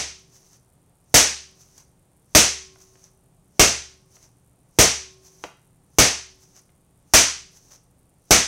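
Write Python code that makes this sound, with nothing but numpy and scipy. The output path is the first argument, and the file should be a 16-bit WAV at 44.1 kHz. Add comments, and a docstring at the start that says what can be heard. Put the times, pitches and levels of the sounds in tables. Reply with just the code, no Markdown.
"""A hard-walled kitchen, a phone microphone close to a floured wooden board, over low murmur, hum and hiss.
A lump of soft dough is thrown down about every 1.2 s. Each slap is a crack of trapped air plus a heavy
push that rings board, table and, faintly, a mixing bowl; the room answers and the input overloads.
Between throws the fingers grip the dough and peel it off, now and then knocking the board."""
import sys
import numpy as np
from scipy import signal
from scipy.fft import rfft, irfft
from scipy.io import wavfile

SR = 44100
rng = np.random.default_rng(int(sys.argv[2]) if len(sys.argv) > 2 else 0)


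def master_out(mix):
    """Clip the mix to full scale and print it as 16-bit PCM to the path in sys.argv[1]."""
    frames = np.transpose(np.atleast_2d(mix))
    ceiling = np.clip(frames, -1, 1)
    pcm = np.round(ceiling * 32767).astype(np.int16)
    wavfile.write(sys.argv[1], SR, pcm)


N = 373527
LEAD = SR // 2  # samples of run-up before the start

# Landings of the dough, the first just before the start:
# start_s, crack_db, push_db, crack_tilt_db_per_octave, thud_tilt_db_per_octave, bowl_db
THROWS = [(-0.135, -6, -9, 2, 0.5, -54.5), (1.1421, -5, -12, 2.5, 1, -53.5),
          (2.3499, -4, -9, 2.5, 0.5, -45.5), (3.595, -6, -9.5, 1.5, -0.5, -51.5),
          (4.7877, -6.5, -9.5, 2, 0.5, -47), (5.9853, -7, -11, 1.38, 0, -52.5),
          (7.1371, -4, -13, 2.1, 0, -55.5), (8.308, -6, -11, 1.5, -0.8, -54)]
# The board on its table; the two slow low modes beat: pitch_hz, level_db, t60_s
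BOARD_MODES = [(53.6, -2.5, 0.2), (71, -11, 0.66), (78.5, -17.5, 0.41), (104, -3, 0.052),
               (198.5, -1.5, 0.14), (295, 1, .15), (402, -4, 0.067), (442, -7, 0.38), (497.5, -1.5, 0.23),
               (583, -1.5, 0.14), (621.5, 4, 0.17), (660, 1.5, .14), (726, -1, 0.15), (1241, -1, 0.22)]


def amp(db):
    """Decibels to gain."""
    return 10 ** (np.asarray(db) / 20)


def read(points, hz):
    """Join (frequency_hz, value) points on a log-frequency axis."""
    corner_hz, value = np.transpose(points)
    return np.interp(np.log(np.maximum(hz, 1)), np.log(corner_hz), value)


def unit(x):
    """Scale to unit energy."""
    return x / np.sqrt(np.sum(x ** 2))


def burst(x, db):
    """Scale a short sound to the energy of 30 ms at this level."""
    return unit(x) * amp(db) * np.sqrt(0.03 * SR)


def add(track, start_s, x):
    """Mix a sound into a track that begins with the run-up."""
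    i = max(LEAD + int(start_s * SR), 0)
    track[i:i + len(x)] += x[:len(track) - i]


def colour(x, spectrum, tilt_db=0, size=4096):
    """Minimum-phase filter with this spectrum, tilted by tilt_db per octave around 2 kHz."""
    hz = np.maximum(np.fft.rfftfreq(size, 1 / SR), 20)
    gain = amp(read(spectrum, hz) + tilt_db * np.log2(hz / 2000))
    cepstrum = irfft(np.log(gain))
    cepstrum[1:size // 2] *= 2
    cepstrum[size // 2 + 1:] = 0
    response = irfft(np.exp(rfft(cepstrum)))
    return signal.fftconvolve(x, response)[:len(x)]


def swell(t, peak_s, rise_s, hold_s, fade_s):
    """Exponential rise up to peak_s, hold, fade."""
    rising, fading = (peak_s - t) / rise_s, (t - peak_s - hold_s) / fade_s
    return np.exp(-np.maximum(np.maximum(rising, fading), 0))


def room_tone(noise_db=-61):
    """Steady room murmur and microphone hiss, with a faint, slightly wandering motor hum."""
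    # Still room and microphone hiss: frequency_hz, relative_db
    noise_spectrum = [(15, -34), (25, -2), (49, -11), (75, -4), (98, -11), (125, -4.5), (164, -4.5),
                      (246, -16), (281, -10), (305, -16), (871, -21), (1020, -27), (1110, -25), (1620, -32),
                      (5280, -38), (8000, -32), (9100, -26), (10200, -35), (15500, -42)]
    # Motor tones: pitch_hz, level_db
    motor_tones = [(119, -68.5), (166, -74.5)]
    t, hum = np.arange(N) / SR, 0
    for hz, db in motor_tones:
        phase_drift = 0.0066 * np.cumsum(rng.standard_normal(N))
        hum += amp(db) * np.sqrt(2) * np.sin(2 * np.pi * hz * t + phase_drift)
    noise = colour(rng.standard_normal(N), noise_spectrum)
    return amp(noise_db) * np.sqrt(N) * unit(noise) + hum


def ticking(per_s=55, level_db=-74):
    """The hiss ticks faintly and irregularly in the high treble."""
    # One tick: frequency_hz, relative_db
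    tick_spectrum = [(4000, -34.5), (7000, -10), (9000, 1), (11000, -1.5), (15000, -14.5)]
    ticks = 1.0 * (rng.random(N) < per_s / SR)
    return amp(level_db) * np.sqrt(N) * unit(colour(ticks, tick_spectrum))


def wall_reflections(build_s=0.0039):
    """Dense reflections off hard walls build up quickly and die band by band; unit energy."""
    # Kitchen reverberation: frequency_hz, t60_s
    decay_times = [(60, 0.26), (160, 0.29), (420, 0.25), (1100, 0.37), (2900, .42), (6000, 0.45),
                   (8000, 0.33), (11000, 0.34), (16000, 0.03)]
    t, hz = np.arange(SR) / SR, np.fft.rfftfreq(SR, 1 / SR)
    centres_hz = np.geomspace(40, 18000, 20)
    noise, tail = rfft(rng.standard_normal(SR)), 0
    for centre, weights in zip(centres_hz, np.eye(len(centres_hz))):
        band = irfft(noise * read(np.c_[centres_hz, weights], hz), SR)
        tail += band * np.exp(-np.log(1000) * t / read(decay_times, centre))
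    return unit(tail * (1 - np.exp(-t / build_s)))


def sticky_crackle(count, grain_db, tilt_db):
    """Tiny sticky bonds of uneven size snap in a dense stream; rms 1."""
    # Peeling dough: frequency_hz, relative_db
    peel_spectrum = [(200, -11), (700, 2), (1500, -1), (3500, -4), (6000, 5), (9000, -2.5), (15000, -7)]
    snaps = rng.standard_normal(count) * (rng.random(count) < 0.25)
    sizes = amp(grain_db * np.minimum(rng.exponential(size=count), 4))
    return unit(colour(snaps * sizes, peel_spectrum, tilt_db)) * np.sqrt(count)


def fingers_on_dough(rub_db=-9, slide_db=-60.5, slips_per_s=30, slip_db=0.5, snap_s=0.0017):
    """Fingers sink in and rub; the dough peels off with a snap, then slides from the hand as it lands."""
    # Pick-ups of the dough: tear_s, tear_db, held_s, press_db, snap_db
    pickups = [(.532, -60.5, 0.17, -54, -63), (1.7795, -55.5, 0.16, -54.5, -57),
               (3.041, -60, 0.22, -54.5, -59), (4.228, -58.5, .07, -56, -64),
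               (5.441, -54.5, .17, -53, -60.5), (6.564, -56, .13, -57, -61), (7.72, -53, 0.148, -54.5, -65)]
    # A bond letting go: frequency_hz, relative_db
    snap_spectrum = [(300, -14), (1500, -11.5), (3800, -14), (6000, 1.5), (9000, -8.5), (15000, -16)]
    t, snap_t = np.arange(-LEAD, N) / SR, np.arange(SR // 10) / SR
    pressing, rubbing, peeling, snaps = np.zeros((4, len(t)))
    for tear_s, tear_db, held_s, press_db, snap_db in pickups:
        press_s = tear_s - held_s
        pressing += amp(press_db) * swell(t, press_s, rise_s=0.033, hold_s=0, fade_s=0.018)
        rubbing += amp(press_db + rub_db) * swell(t, press_s, rise_s=0.03, hold_s=held_s, fade_s=0.03)
        peeling += amp(tear_db) * swell(t, tear_s, rise_s=0.018, hold_s=0.026, fade_s=0.021)
        snap = rng.standard_normal(len(snap_t)) * np.exp(-snap_t / snap_s)
        add(snaps, tear_s, burst(colour(snap, snap_spectrum), snap_db))
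    sliding = sum(swell(t, land_s, rise_s=0.04, hold_s=0, fade_s=0.021) for land_s, *_ in THROWS)
    slip_times = t[::SR // slips_per_s]  # the fingers catch and slip
    rubbing *= amp(slip_db * np.interp(t, slip_times, rng.standard_normal(len(slip_times))))
    touch = np.hypot(pressing + amp(slide_db) * sliding, rubbing)
    gripping = touch * sticky_crackle(len(t), grain_db=1, tilt_db=0.33)
    tearing = peeling * sticky_crackle(len(t), grain_db=3, tilt_db=-1.1)
    return gripping + tearing + snaps


def ring(modes, t, scatter_db):
    """Struck modes decay; where the blow lands changes the share of each."""
    shares_db = scatter_db * rng.standard_normal(len(modes))
    ringing = 0
    for k, (hz, db, t60_s) in enumerate(modes):
        decay = np.exp(-np.log(1000) * t / t60_s)
        ringing += (-1) ** k * amp(db + shares_db[k]) * np.sin(2 * np.pi * hz * t) * decay
    return ringing


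def contact(t, spread_s, splatter_db):
    """One sharp impact, then a splatter of small ones as the contact spreads."""
    splatter = unit(rng.standard_normal(len(t)) * np.exp(-t / spread_s))
    return (t == 0) + amp(splatter_db) * splatter


def board_knocks(wood_db=-12, hand_damping_s=0.023, nearby_db=-8, scatter_s=0.018):
    """Dry taps on the board, damped by the hand and scattered by the things on the table."""
    # Light knocks as the dough is picked up: start_s, level_db
    taps = [(2.759, -63), (2.956, -67), (4.168, -65.5), (5.4393, -37), (6.6929, -70.5)]
    # One knock: frequency_hz, relative_db
    knock_spectrum = [(80, -23), (180, -12), (320, 4), (750, 2), (1300, 0), (2200, 0), (3300, -7),
                      (4500, -15), (8000, -24.5), (15000, -41)]
    track, t = np.zeros(LEAD + N), np.arange(SR // 4) / SR
    for start_s, level_db in taps:
        nearby = amp(nearby_db) * unit(rng.standard_normal(len(t)) * np.exp(-t / scatter_s))
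        wood = amp(wood_db) * unit(ring(BOARD_MODES, t, scatter_db=5) * np.exp(-t / hand_damping_s))
        tap = contact(t, spread_s=0.0045, splatter_db=-1)
        add(track, start_s, burst(colour(tap + nearby + wood, knock_spectrum), level_db))
    return track


def air_swing(t, width_s=0.0024, delay_s=0.007):
    """The lump flattens within some ten milliseconds and shoves out one slow swing of air."""
    u = (t - delay_s) / width_s
    return -u * np.exp(-u ** 2 / 2)


def dough_slaps(board_db=-6, swing_db=-7):
    """Each landing cracks and thuds into the room, shoves the air and rings the board and bowl."""
    # Air squeezed out from under the dough: frequency_hz, relative_db
    crack_spectrum = [(60, -10.5), (150, -2), (300, 0.5), (650, 6), (1000, 5), (1600, 3), (2400, 2.5),
                      (3600, -2.5), (5000, -2.5), (8500, -6), (11000, -13.5), (16000, -14)]
    # Dull thud of the lump's weight: frequency_hz, relative_db
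    thud_spectrum = [(25, -20), (55, -11), (78, -7.5), (110, -0.5), (200, -3.5), (320, 1), (480, -0.5),
                     (700, -0.5), (1000, -6.5), (2000, -23), (6000, -43.5)]
    # The mixing bowl beside the board: pitch_hz, level_db, t60_s
    bowl_modes = [(378.5, 0, 2.1), (1077, -13, 2.1)]
    track, t = np.zeros(LEAD + N), np.arange(2 * SR) / SR
    impact = 1.0 * (t == 0)
    for start_s, crack_db, push_db, crack_tilt, thud_tilt, bowl_db in THROWS:
        # dough and cook are never twice in the same place, so each throw has its own reflections
        walls = np.pad(wall_reflections(), (0, SR))
        crack = amp(-7) * contact(t, spread_s=0.005, splatter_db=1) + amp(-2) * walls
        thud = amp(-1) * impact + amp(-3) * walls
        add(track, start_s, burst(colour(crack, crack_spectrum, crack_tilt), crack_db))
        add(track, start_s, burst(air_swing(t), push_db + swing_db))
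        add(track, start_s, burst(colour(thud, thud_spectrum, thud_tilt), push_db))
        add(track, start_s, burst(ring(BOARD_MODES, t, scatter_db=1), push_db + board_db))
        add(track, start_s, amp(bowl_db) * ring(bowl_modes, t, scatter_db=1))
    return track


def in_room(x, walls, direct_db, room_db):
    """A sound reaches the microphone directly and by way of the walls."""
    return amp(direct_db) * x + amp(room_db) * signal.fftconvolve(x, walls)[:len(x)]


def microphone_port(x, centre_hz=6080, width_hz=800, resonance_db=6):
    """The microphone's sound port adds a resonance in the treble."""
    resonator = signal.iirpeak(centre_hz, centre_hz / width_hz, fs=SR)
    return x + amp(resonance_db) * signal.lfilter(*resonator, x)


def scene():
    """The work at the board, close up and in mono, over the room tone."""
    walls = wall_reflections()
    knocks = in_room(board_knocks(), walls, direct_db=2.5, room_db=-7.5)
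    fingers = in_room(fingers_on_dough(), walls, direct_db=-1.5, room_db=-15)
    work = microphone_port(dough_slaps() + knocks + fingers)[LEAD:]
    return (work + room_tone() + ticking())[None]


def record(dry, ceiling=0.55, knee=5, bass_cut_hz=15, top_cut_hz=15900):
    """The slaps overload the input, which flattens their peaks; the deepest bass and the top are cut."""
    clipped = dry / (1 + np.abs(dry / ceiling) ** knee) ** (1 / knee)
    bass_cut = signal.butter(2, bass_cut_hz, "high", fs=SR, output="sos")
    top_cut = signal.firwin(255, top_cut_hz, fs=SR)[None]
    return signal.fftconvolve(signal.sosfilt(bass_cut, clipped), top_cut, "same")


dry = scene()
out = record(dry)
master_out(out)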